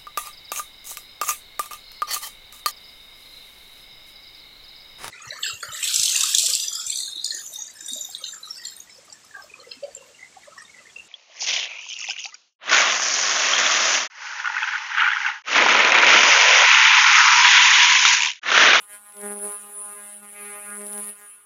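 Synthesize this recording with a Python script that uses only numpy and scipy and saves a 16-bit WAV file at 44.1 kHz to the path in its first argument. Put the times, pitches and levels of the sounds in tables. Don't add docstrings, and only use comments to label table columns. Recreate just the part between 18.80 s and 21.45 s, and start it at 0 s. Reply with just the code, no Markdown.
import sys
import numpy as np
from scipy import signal
from scipy.fft import rfft, irfft
from scipy.io import wavfile
from scipy.ndimage import uniform_filter1d, map_coordinates

SR = 44100
rng = np.random.default_rng(int(sys.argv[2]) if len(sys.argv) > 2 else 0)


def bounce(signal):
    frames = np.transpose(np.atleast_2d(signal))
    limited = np.clip(frames, -1, 1)
    pcm = np.round(limited * 32767).astype(np.int16)
    wavfile.write(sys.argv[1], SR, pcm)


def ratio(d):
    e = np.asarray(d, float) / 20
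    return 10 ** e


N = 116865
SHOT_HZ, RING_HZ = 9999.0, 205.3
FADE_S = 0.04

# f/Hz, level/dB
HUM = [
    (100, -83.5),
    (300, -101),
    (920, -86),
]
# f/Hz, density/dB
AIR = [
    (30, -35),
    (100, -26),
    (500, -10),
    (1100, 32),
    (3000, 13),
    (6000, -23),
    (15000, -4),
]

# start t/s, end t/s, start position/turn, end position/turn
PATCHES = [(.36, .45, .35, .41), (.44, .6, .43, .45), (.6, .67, .49, .51), (.66, .77, .47, .5),
           (.38, .56, .99, .99), (.62, .78, .11, .03), (.58, .78, .99, .93), (.96, 1.06, .6, .6),
           (1.13, 1.4, .74, .9), (.92, 1.12, .93, .88), (.92, 1.12, .36, .3), (1.2, 1.4, .15, .15),
           (1.42, 1.54, .61, .63), (1.58, 1.9, .05, .16), (1.87, 2.04, .6, .45), (2.01, 2.23, .47, .32),
           (2.1, 2.24, .56, .53), (2.22, 2.4, .46, .4), (2.16, 2.33, .2, .11), (2.05, 2.2, .75, .8),
           (-.1, .15, .18, .05), (.77, .92, .1, .1), (2.45, 2.55, .27, .25), (2.42, 2.55, .8, .7),
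           (.44, .58, .32, .3)]
# whine level/dB, thump re whine/dB
PATCH_LEVELS = [(-27, -0.5), (-22.5, 2.5), (-25, 1.5), (-27, 3.5), (-29, -6), (-28.5, -4.5), (-26, -12.5),
                (-27.5, -7.5), (-29.5, -3), (-33, -8), (-40, -8), (-39.5, -10), (-29.5, -4.5), (-29.5, -5),
                (-26.5, 0), (-24.5, 1.5), (-27, -2), (-36.5, -4), (-33, 3), (-33, -22), (-38, -2),
                (-36, -3), (-43, -2), (-40, -18.5), (-26, -3)]
# start t/s, end t/s, start position/turn, end position/turn
EDGES = [(.08, .18, .96, .94), (.1, .18, .89, .86), (0, .18, .69, .5), (.1, .32, .3, .08),
         (.38, .52, .21, .18), (.76, .93, .49, .56), (1.05, 1.42, .55, .56), (1.04, 1.2, .27, .13),
         (.95, 1.15, .2, .06), (1.54, 1.78, .59, .48), (1.77, 2.05, .48, .32), (1.42, 1.73, .75, 1),
         (1.84, 2, .21, .29), (2, 2.13, .33, .2), (1.95, 2.2, .07, .1), (2.2, 2.32, .19, .15),
         (2.2, 2.32, -.02, .05), (2.36, 2.5, .52, .41), (.7, .78, .92, .89), (2.15, 2.21, .28, .28)]
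# whine level/dB, thump re whine/dB
EDGE_LEVELS = [(-43, 5), (-30.5, -2), (-34.5, -5), (-38, 5), (-30.5, -13.5), (-30.5, -1.5), (-33.5, 0.5),
               (-33, 2.5), (-32, -2), (-27.5, 1.5), (-28.5, -1.5), (-33, 1.5), (-30, 0), (-41.5, -3),
               (-35, -2.5), (-27.5, -5), (-31, -15.5), (-44, 3), (-28, -4), (-23.5, 4.5)]
# start t/s, end t/s, start position/turn, end position/turn
STEPS = [
    (.09, .17, .88, .86),
    (.42, .54, .46, .48),
    (.66, .76, .49, .5),
    (1.43, 1.46, .58, .58),
    (1.55, 1.88, .57, .41),
    (1.5, 1.72, .81, .98),
    (1.6, 1.9, .04, .24),
    (2.22, 2.32, -.01, .05),
    (2.37, 2.48, .52, .43),
    (2.49, 2.56, .7, .64),
]
# whine level/dB, thump re whine/dB
STEP_LEVELS = [
    (-29, 5.5),
    (-32.5, 3.5),
    (-37, 5),
    (-37, 18.5),
    (-35, -5.5),
    (-37, -22),
    (-42, 0),
    (-37, 8),
    (-33, 4),
    (-46, 5),
]
# start t/s, end t/s, start position/turn, end
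RIBS = [(.42, .54, .47, .49), (.66, .76, .5, .51), (.9, 1.15, .28, .06), (1.1, 1.45, .56, .56),
        (1.54, 1.77, .58, .47), (1.76, 1.98, .47, .35), (1.5, 1.74, .81, 1), (1.6, 1.93, .05, .26),
        (1.86, 1.98, .27, .27), (2.01, 2.08, .45, .42), (2.22, 2.32, 0, .06), (2.37, 2.49, .52, .42),
        (2.49, 2.56, .7, .64), (.09, .17, .89, .87), (2.16, 2.21, .3, .29), (1.15, 1.45, .5, .5),
        (.92, 1.02, .53, .54), (1.48, 1.6, .57, .56), (.28, .42, .33, .37), (.77, .86, .5, .54),
        (.84, 1.2, .54, .56)]
# f/Hz, level/dB
RIB_TONES = [(1700, -41.5), (1170, -40.5), (1020, -47), (1690, -54), (2210, -38.5), (2100, -43),
             (2030, -49), (2210, -43.5), (1440, -39.5), (1770, -41.5), (2720, -48.5), (1790, -49.5),
             (2570, -47.5), (2000, -48), (1720, -44.5), (205, -59), (410, -52.5), (400, -59.5),
             (1010, -52.5), (2750, -54.5), (1030, -51)]

# t/s, mottle level/dB, feature thump/dB, mottle thump/dB
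SURFACE_STATE = [(0, -35.5, -12.5, -6.5), (0.068, -58, -23, -8.5), (0.141, -50, -6, -5.5),
                 (.2, -58, -14, -8.5), (.35, -53, -5, -12), (.44, -49.5, -2.5, -13.5), (.58, -53, -5, -10),
                 (0.662, -46, -3, -11), (.79, -50.5, -13.5, -10), (1.0, -52.5, -8, -13),
                 (1.3, -51.5, -8.5, -8), (1.42, -56, -12.5, -11.5), (1.65, -51, -7.5, -4.5),
                 (1.92, -53, -6, -10), (2.181, -46.5, -7, -11), (2.3, -50, -13.5, -8),
                 (2.35, -57.5, -18, -8), (2.65, -60, -24, -9)]
# cycles/turn, level/dB
WHINE_GRAIN = [
    (1, 15.5),
    (3, 11),
    (6, 2),
    (10, 1.5),
    (16, -10),
    (24, -22),
    (40, -11.5),
]
# cycles/turn, level/dB
THUMP_GRAIN = [
    (1, 6),
    (3, -5.5),
    (6, 4),
    (10, 0),
    (16, -3.5),
    (24, -11.5),
    (40, -10),
]
# t/s, level/dB
BURN = [(0, 0), (.2, -12.5), (.35, -1), (.44, 1), (.54, 0), (.6, -1.5), (.635, 3.5), (.78, -4.5),
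        (.92, -0.5), (1.05, 0), (1.3, 1), (1.52, -3.5), (1.63, 0.5), (1.87, -1), (1.98, 1), (2.19, -1),
        (2.3, 0.5), (2.65, 4)]

# t/s, peak level/dB
MISSES = [(0.3225, -48.5), (0.3677, -43.5), (0.4145, -43), (0.4778, -61), (0.5267, -62), (0.5755, -52),
          (0.5902, -46), (0.7213, -42.5), (0.866, -51), (1.1852, -63), (1.8108, -74), (1.8562, -50),
          (1.903, -45), (1.955, -48), (1.969, -46), (2.016, -44), (2.0657, -40.5), (2.082, -46),
          (2.1291, -38.5), (2.1779, -39.5)]
# t/s, peak level/dB
HOLLOW_MISSES = [
    (2.2413, -39),
    (2.2897, -43.5),
    (2.3535, -52),
    (2.4024, -53),
]

ECHO_DELAYS_S = [
    0.0023,
    0.018,
    .009,
]
ECHO_LEVELS_DB = [
    -18.5,
    -25,
    -19,
]
# f/Hz, level/dB
MIC = [
    (25, -19),
    (60, -12),
    (100, -5.5),
    (170, 1),
    (11000, 0),
    (13500, 6.5),
]


def log_table(points, at):
    x, y = np.array(points).T
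    return np.interp(np.log(at), np.log(x), y)


def workshop():
    t = np.arange(N) / SR
    f_hz = np.maximum(np.fft.rfftfreq(N, 1 / SR), 1)
    air = irfft(rfft(rng.standard_normal(N)) * ratio(log_table(AIR, f_hz)), N)
    hum = sum(ratio(db) * np.sqrt(2) * np.sin(2 * np.pi * hz * t) for hz, db in HUM)
    return ratio(-70) * air / air.std() + hum


def surface(hold_s, colour_db):
    turns, size = int(N / SR * RING_HZ) + 2, 128
    order = np.fft.fftfreq(size, 1 / size)
    map_s = np.arange(turns)[:, None] / RING_HZ
    r = np.exp(-1 / (hold_s * RING_HZ))
    spectrum = 0
    for turns_per_s in (-0.8, -0.3, 0.5):
        slow = rng.standard_normal((2, turns, size))
        for _ in range(2):
            slow = signal.lfilter([1 - r], [1, -r], slow, axis=1)
        drift = np.exp(-2j * np.pi * order * turns_per_s * map_s)
        spectrum = spectrum + (slow[0] + 1j * slow[1]) * drift
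    chart = np.fft.ifft(spectrum * ratio(colour_db(np.maximum(abs(order), 1))), axis=1)

    turn = np.arange(N) / SR * RING_HZ
    where = [turn, turn % 1 * size]
    real = map_coordinates(chart.real, where, order=3, mode="grid-wrap")
    imag = map_coordinates(chart.imag, where, order=3, mode="grid-wrap")
    read = real + 1j * imag
    return read / np.sqrt(np.mean(abs(read) ** 2))


def beam_offset(t, row):
    start, end, first, last = row
    drift = (last - first) * (t - start) / (end - start)
    return (t * RING_HZ - first - drift + 0.5) % 1 - 0.5


def presence(t, row):
    start, end = row[:2]
    return (np.tanh((t - start) / FADE_S * 2) - np.tanh((t - end) / FADE_S * 2)) / 2


def features(rows, levels, width_turns, tail):
    phase_spread, phase_tilt, phase_drift = 0.3, 0.31, 1.255
    plain, phased = np.zeros(N), np.zeros(N, complex)
    draws = rng.uniform(-0.89, 1, (len(rows), 2))
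    for row, (db, thump_db), (phase, slope) in zip(rows, levels, draws):
        first_n = max(int((row[0] - 4 * FADE_S) * SR), 0)
        last_n = min(int((row[1] + 4 * FADE_S) * SR), N)
        t = np.arange(first_n, last_n) / SR
        off = beam_offset(t, row)
        width = width_turns * np.where(off > 0, tail, 1)
        shape = np.exp(-0.5 * (off / width) ** 2) * presence(t, row)
        half_turns = phase_spread * phase + phase_tilt * slope * off + phase_drift * slope * t
        plain[first_n:last_n] += ratio(db + thump_db) * shape
        phased[first_n:last_n] += ratio(db) * shape * np.exp(1j * np.pi * half_turns)
    return plain, phased


def laser():
    mottle_db, mottle_low_db, mottle_hold_s = 8.5, 2.5, 0.066
    spatter_db, spatter_hz, shot_scatter = -27, 1450, 0.044
    push_cut_hz, thump_band_hz = 69, [360, 3340]
    t = np.arange(N) / SR
    state_s, *columns = np.transpose(SURFACE_STATE)
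    mottle, thump, low_mottle = (ratio(np.interp(t, state_s, db)) for db in columns)

    patches = features(PATCHES, PATCH_LEVELS, 0.071, 0.72)
    edges = features(EDGES, EDGE_LEVELS, 0.024, 1.86)
    steps = features(STEPS, STEP_LEVELS, 0.011, 1.86)
    plain = patches[0] + edges[0] + steps[0]
    phased = patches[1] + edges[1] + steps[1]

    flutter = ratio(1.3 * surface(0.0028, lambda k: -9.0 * np.log2(k)).real)
    turn_mean = np.maximum(uniform_filter1d(plain, int(SR / RING_HZ)), 1e-4)
    mottle = mottle * abs(0.8 + plain / turn_mean) ** 0.45
    burn = ratio(np.interp(t, *np.transpose(BURN)))
    plain, phased = plain * burn, phased * burn

    mottle = mottle * flutter ** 0.99
    low_mottle = low_mottle * mottle
    fine = mottle * surface(mottle_hold_s, lambda k: log_table(WHINE_GRAIN, k))
    coarse = low_mottle * surface(mottle_hold_s, lambda k: log_table(THUMP_GRAIN, k)).real

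    strength = phased * flutter + ratio(mottle_db) * fine
    scatter = 1 + shot_scatter * rng.standard_normal(N)
    whine = (strength * np.exp(2j * np.pi * SHOT_HZ * t)).real * scatter

    spatter = rng.standard_normal(N) * ratio(spatter_db) * np.sqrt(SR / spatter_hz)
    spatter = signal.sosfilt(signal.butter(1, spatter_hz, fs=SR, output="sos"), spatter)
    push = -plain * (flutter ** 0.65 + spatter) * thump
    push = push + ratio(mottle_db + mottle_low_db) * coarse
    push = signal.sosfiltfilt(signal.butter(2, push_cut_hz, "high", fs=SR, output="sos"), push)
    push = signal.sosfilt(signal.butter(1, thump_band_hz, "band", fs=SR, output="sos"), push)
    return whine + flutter * ribs() + push


def ribs():
    t, out = np.arange(N) / SR, np.zeros(N)
    for row, (hz, db) in zip(RIBS, RIB_TONES):
        cycles = beam_offset(t, row) / RING_HZ * hz
        ripple = np.exp(-0.5 * cycles ** 2) * np.cos(2 * np.pi * cycles)
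        out -= ratio(db) * presence(t, row) * ripple
    return out


def clicks(rows, gain_db, band_hz, order):
    lag_s = 0.001147
    out = np.zeros(N)
    t_s, db = np.transpose(rows)
    out[((t_s + lag_s) * SR).astype(int)] = ratio(db + gain_db)
    return signal.sosfilt(signal.butter(order, band_hz, "band", fs=SR, output="sos"), out + 1e-18)


def misses():
    hollow_hz, hollow_width_hz = 4600, 590
    hollow_band_hz = [hollow_hz - hollow_width_hz / 2, hollow_hz + hollow_width_hz / 2]
    plain = clicks(MISSES, 19.5, [1690, 12100], order=1)
    hollow = clicks(HOLLOW_MISSES, 27, hollow_band_hz, order=2)
    return plain + hollow


def scene():
    beam = laser() + misses()
    echoes = np.zeros(N)
    for delay_s, db in zip(ECHO_DELAYS_S, ECHO_LEVELS_DB):
        echoes += ratio(db) * np.pad(beam, (int(delay_s * SR), 0))[:N]
    return (beam + echoes + workshop())[None]


def band_limit(x):
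    return signal.sosfilt(signal.butter(12, 16030, fs=SR, output="sos"), x)


def record(dry):
    f_hz = np.maximum(np.fft.rfftfreq(N, 1 / SR), 1)
    mix = irfft(rfft(dry) * ratio(log_table(MIC, f_hz)), N)
    return band_limit(mix)


dry = scene()
out = record(dry)
bounce(out)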